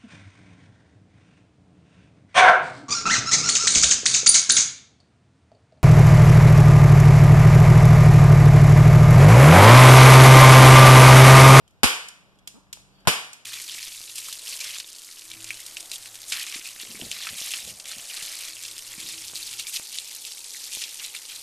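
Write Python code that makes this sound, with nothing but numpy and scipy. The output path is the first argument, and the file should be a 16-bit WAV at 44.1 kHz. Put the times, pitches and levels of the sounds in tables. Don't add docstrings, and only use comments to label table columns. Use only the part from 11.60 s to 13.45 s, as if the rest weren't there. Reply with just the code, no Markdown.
import sys
import numpy as np
from scipy import signal
from scipy.fft import rfft, irfft
from scipy.io import wavfile

SR = 44100
rng = np.random.default_rng(int(sys.argv[2]) if len(sys.argv) > 2 else 0)


def digitize_waveform(pressure):
    field = np.atleast_2d(pressure).T
    bounded = np.clip(field, -1, 1)
    quanta = np.round(bounded * 32767).astype(np.int16)
    wavfile.write(sys.argv[1], SR, quanta)


N = 81585
T = np.arange(N) / SR
HZ = np.fft.rfftfreq(N, 1 / SR)


def undb(db):
    return 10 ** (np.asarray(db) / 20)


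def unit(x):
    return x / np.sqrt(np.mean(x ** 2))


def across(points, hz=HZ):
    point_hz, value = np.array(points).T
    return np.interp(np.log(np.maximum(hz, 1)), np.log(point_hz), value)


def level_over_time(points):
    return undb(np.interp(T, *np.array(points).T))


def fade(start, t60):
    return (T >= start) * np.exp(-np.log(1000) * np.maximum(T - start, 0) / t60)


def ring(start, hz, t60):
    return fade(start, t60) * np.sin(2 * np.pi * hz * (T - start))


# pitch_hz, correlation
STEREO_LIKENESS = [(100, -0.61), (200, .3), (400, 0.57), (1000, 1), (2000, 0.92), (3100, 0.42),
                   (5000, 0.95), (7500, 0.47), (11000, 0.2), (14000, -0.53)]
WIDENER_DELAY_S, IN_PHASE_HZ = 0.0004728, 986


def widen(pair):
    widener_swing = np.cos(2 * np.pi * WIDENER_DELAY_S * np.maximum(HZ - IN_PHASE_HZ, 0))
    alike = np.clip(across(STEREO_LIKENESS), -.99, .99) * widener_swing
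    shares = np.sqrt(np.array([1 + alike, 1 - alike]) / 2)
    mid, side = irfft(rfft(pair) * shares, N)
    return np.array([mid + side, mid - side])


def opposed(x):
    return np.array([x, -np.interp(T - WIDENER_DELAY_S, T, x)])


def noise(colour):
    coloured = irfft(rfft(rng.standard_normal((2, N))) * undb(across(colour)), N)
    return unit(widen(coloured))


# pitch_hz, level_db (before the swell below)
HUM_PARTIALS = [(48.4, -71.5), (120, -80), (145.3, -77.5), (193.8, -67), (291, -75)]
# time_s, gain_db
HUM_SWELL = [(0, -23), (.45, -5.5), (.9, -2), (1.4, 2), (1.6, -5), (1.85, -18)]
# pitch_hz, relative density_db_per_hz
AIR_COLOUR = [(25, 5), (60, -11.5), (130, -4), (300, -10.5), (700, -11.5), (1300, -15.5), (2200, -18.5),
              (3200, -19), (7000, -31), (14000, -38.5)]
# time_s, level_db
AIR_LOUDNESS = [(0, -62.5), (.2, -62.5), (.7, -58.5), (1.0, -64), (1.4, -58.5), (1.6, -57.5), (1.85, -61)]


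def background():
    hum = 0
    for hz, db in HUM_PARTIALS:
        waver = np.interp(T, np.linspace(0, T[-1], num=12), rng.standard_normal(size=12))
        partial = np.sqrt(2) * np.sin(2 * np.pi * hz * T + .2 * waver)
        hum = hum + undb(db) * partial
    air = noise(AIR_COLOUR) * level_over_time(AIR_LOUDNESS)
    return hum * level_over_time(HUM_SWELL) + air


# pitch_hz, relative density_db_per_hz
RUMBLE_COLOUR = [(30, -6.5), (70, -0.5), (110, -1.5), (150, -2), (200, -16.5), (800, -42)]
# time_s, level_db
RUMBLE_LOUDNESS = [(0, -63.5), (.18, -62.5), (.5, -70), (.85, -66.5), (1.2, -62), (1.45, -66), (1.65, -79)]


def low_rumble():
    return noise(RUMBLE_COLOUR) * level_over_time(RUMBLE_LOUDNESS)


# pitch_hz, t60_s
ROOM_DECAY = [(100, 0.18), (500, 0.42), (1500, 0.57), (3000, 0.48), (7000, 0.48), (14000, 0.28)]
LATE_DB, LATE_T60_S = -32.5, .75
ROOM_PATCHY_DB, ROOM_PATCH_HZ = 2, 45.26


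def room(hits, colour):
    patches = np.interp(HZ / ROOM_PATCH_HZ, np.arange(1024), rng.standard_normal(size=1024))
    spectrum = rfft(noise(colour)) * unit(undb(ROOM_PATCHY_DB * patches))
    centres = 62.5 * 2. ** np.arange(9)
    out = 0
    for hz, share in zip(centres, np.eye(len(centres))):
        band = irfft(spectrum * across(list(zip(centres, share))), N)
        t60 = across(ROOM_DECAY, hz)
        power = 0
        for s, db in hits:
            early = fade(s, t60) ** 2
            late = (undb(LATE_DB) * fade(s, LATE_T60_S)) ** 2
            power = power + undb(db) ** 2 * (early + late)
        out = out + band * np.sqrt(power)
    return out


# start_s, level_db, t60_s
HANDLING_BUMPS = [(.038, -82, 0.099), (1.069, -59, 0.054), (1.171, -45.5, 0.041), (1.197, -60, 0.061),
                  (1.286, -69, 0.075), (1.452, -45, 0.27)]
# pitch_hz, relative density_db_per_hz
BUMP_COLOUR = [(40, 12.5), (150, 2), (350, -14), (700, -0.5), (1100, -5.5), (2000, -4), (6000, -27)]


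def bumps():
    return noise(BUMP_COLOUR) * sum(undb(db) * fade(s, t60) for s, db, t60 in HANDLING_BUMPS)


# pitch_hz, relative gain_db
CREAK_COLOUR = [(100, -5), (240, 0), (500, -13), (1000, -21), (1600, -28), (4000, -45)]
CREAK_S, CREAK_LEN_S = .943, .046
CREAK_HZ, CREAK_RISE = 222.2, .55
CREAK_DB, CREAK_ROOM_DB = -52, -60


def creak():
    progress = np.clip((T - CREAK_S) / CREAK_LEN_S, 0, 1)
    sliding = (progress > 0) & (progress < 1)
    slip_hz = sliding * CREAK_HZ * (1 + CREAK_RISE * progress ** 3)
    slips = np.diff(np.ceil(np.cumsum(slip_hz) / SR), prepend=0)
    voice = irfft(rfft(slips) * undb(across(CREAK_COLOUR)), N)
    voice = voice / np.std(voice[sliding])
    echo_colour = [(150, -4.5), (300, 10), (1100, 18), (2000, 0), (5000, -21)]  # pitch_hz, density_db_per_hz
    echo = room([(CREAK_S + .012, CREAK_ROOM_DB)], echo_colour)
    return undb(CREAK_DB) * opposed(voice) + echo


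# pitch_hz, relative density_db_per_hz
SCRAPE_COLOUR = [(500, -27), (1400, -8.5), (2400, -10), (3400, 1), (4100, -30), (4550, 9), (4900, -24),
                 (12000, -20.5)]
SCRAPE_S, SCRAPE_WIDTH_S, SCRAPE_DB = 1.39, 0.057, -64.5


def trigger_scrape():
    swell = np.exp(-np.square((T - SCRAPE_S) / SCRAPE_WIDTH_S))
    return noise(SCRAPE_COLOUR) * undb(SCRAPE_DB) * swell


# start_s, level_db, second_contact_gap_s, second_contact_db (re first),
# room_db (re first), ring_tilt_db_per_octave
MECHANISM_CLICKS = [(.078, -54, 0.0011, -9, -17, -17.5), (0.107, -64.5, 0.0017, 3, -18, -14),
                    (0.4848, -37.5, 0.0017, 1.5, -12, 13), (0.756, -67, 0.0022, -12, -26, -16),
                    (0.788, -57, 0.0049, -6, -44, -15), (0.8742, -31.5, 0.0014, -1, -15, -11),
                    (1.1286, -29, 0.0029, -5, -16, 5), (1.403, -64.5, 0.0027, 2.5, -17.5, 1),
                    (1.453, -74, 0.007, -13, -11, 1), (1.7316, -40.5, 0.0022, 0.5, -9, 21)]
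# pitch_hz, relative density_db_per_hz
CLICK_COLOUR = [(200, -28), (500, -25), (900, -10.5), (1500, -8.5), (2200, 0), (4000, 1.5), (7200, 3),
                (9500, 0.5), (12000, -8), (14500, -7)]
# nominal pitch_hz, level_db (re contact, before tilt), t60_s
FRAME_MODES = [(2390, -22, 0.023), (3180, -10.5, 0.036), (4650, -19, 0.026), (6030, -41, 0.06),
               (7270, -1.5, 0.0083), (7500, -12, 0.017), (8660, -13, 0.0195)]
CLICK_T60_S, CLICK_ECHO_DB, CLICK_ECHO_T60_S = 0.028, -10.5, 0.052
TILT_PIVOT_HZ = 5000


def mechanism():
    frame, power = np.zeros((2, N)), 0
    for s, db, gap, second_db, _, tilt in MECHANISM_CLICKS:
        contacts = [(s, undb(db)), (s + gap, undb(db + second_db))]
        for k, (at, gain) in enumerate(contacts):
            direct = fade(at, CLICK_T60_S) ** 2
            echo = (undb(CLICK_ECHO_DB) * fade(at, CLICK_ECHO_T60_S)) ** 2
            power = power + gain ** 2 * (direct + echo)
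            for hz, mode_db, t60 in FRAME_MODES:
                tilt_db = tilt * np.log2(hz / TILT_PIVOT_HZ)
                struck_hz = hz * (1 + 0.029 * rng.standard_normal())
                frame[k] += gain * undb(mode_db + tilt_db) * ring(at, struck_hz, t60)
    clicks = noise(CLICK_COLOUR) * np.sqrt(power)
    tails = room([(s, db + room_db) for s, db, _, _, room_db, _ in MECHANISM_CLICKS], CLICK_COLOUR)
    return clicks + widen(frame) + tails


# start_s, crack_db, tail_db, pulse_db, bark_hz, bark_db, thump_hz, thump_db,
# sway_db, sway_swell_s (time to its peak)
CAP_SHOTS = [(0.2325, -10.5, -14.5, 0, 850, -15, 237, -8.5, -20.5, .008),
             (1.4731, -12.5, -17.5, -0.5, 1030, -13, 170, -5, -16, 0.0032)]
# delay_s, level_db
ECHO_PATHS = [(0, 2.5), (.003, -8), (.0075, -2.5), (.0098, -2), (0.0125, -5.5)]
# pitch_hz, relative density_db_per_hz
GAS_COLOUR = [(100, 8.5), (600, 0.5), (1300, 4.5), (2400, 3), (4000, 1.5), (5000, 0.5), (6500, -5.5),
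              (10000, -3), (14000, -14)]
# pitch_hz, relative density_db_per_hz
BOOM_COLOUR = [(30, -27), (70, -6), (150, -3.5), (280, 6.5), (400, -6), (650, -5.5), (1000, -16.5),
               (2000, -43.5)]
# pitch_hz, relative density_db_per_hz
TAIL_COLOUR = [(60, -33), (150, -8.5), (300, -5), (500, -5.5), (1100, -2.5), (1700, 0.5), (2700, 2.5),
               (4000, -3), (5000, -3.5), (6200, -6.5), (10000, -6.5), (14000, -15.5)]
PULSE_S, PULSE_ECHO_DB = 0.00038, -5.5
GAS_T60_S, BARK_T60_S, THUMP_T60_S = 0.035, 0.041, 0.049
BOOM_DB, BOOM_T60_S = -5, 0.041
THUMP_SHARED_DB = -11.5
SWAY_HZ = 65


def caps():
    gas, low = noise(GAS_COLOUR), noise(BOOM_COLOUR)[0]
    out = 0
    for s, crack_db, _, pulse_db, bark_hz, bark_db, thump_hz, thump_db, sway_db, swell in CAP_SHOTS:
        pulse, gas_power = 0, 0
        for k, (delay, db) in enumerate(ECHO_PATHS):
            at = s + delay
            age = np.maximum(T - at, 0) / PULSE_S
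            bounce_db = PULSE_ECHO_DB if k else 0
            blast = (T >= at) * (1 - age) * np.exp(-age)
            pulse = pulse - undb(db + pulse_db + bounce_db) * blast
            gas_power = gas_power + (undb(db + crack_db) * fade(at, GAS_T60_S)) ** 2
        bark = undb(bark_db) * ring(s, bark_hz, BARK_T60_S)
        thump = undb(thump_db) * ring(s, thump_hz, THUMP_T60_S)
        boom = undb(crack_db + BOOM_DB) * low * fade(s, BOOM_T60_S)
        since = np.maximum(T - s, 0)
        sway_shape = since / swell * np.exp(1 - since / swell)
        sway = undb(sway_db) * sway_shape * np.sin(2 * np.pi * SWAY_HZ * since)
        opposed_wave = opposed(pulse - thump + boom + sway)
        shared_wave = -bark - undb(THUMP_SHARED_DB) * thump
        out = out + gas * np.sqrt(gas_power) + opposed_wave + shared_wave
    return out + room([(s + .003, tail_db) for s, _, tail_db, *_ in CAP_SHOTS], TAIL_COLOUR)


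def scene():
    surroundings = background() + low_rumble()
    handling = bumps() + creak()
    return surroundings + handling + trigger_scrape() + mechanism() + caps()


LOW_CUT_HZ, TOP_HZ = 42, 14250


def record(dry):
    bass_cut = signal.butter(4, LOW_CUT_HZ, "high", fs=SR, output="sos")
    flattened = np.tanh(signal.sosfilt(bass_cut, dry))
    top_cut = signal.ellip(8, .2, 80, TOP_HZ, fs=SR, output="sos")
    return signal.sosfilt(top_cut, flattened)


dry = scene()
out = record(dry)
digitize_waveform(out)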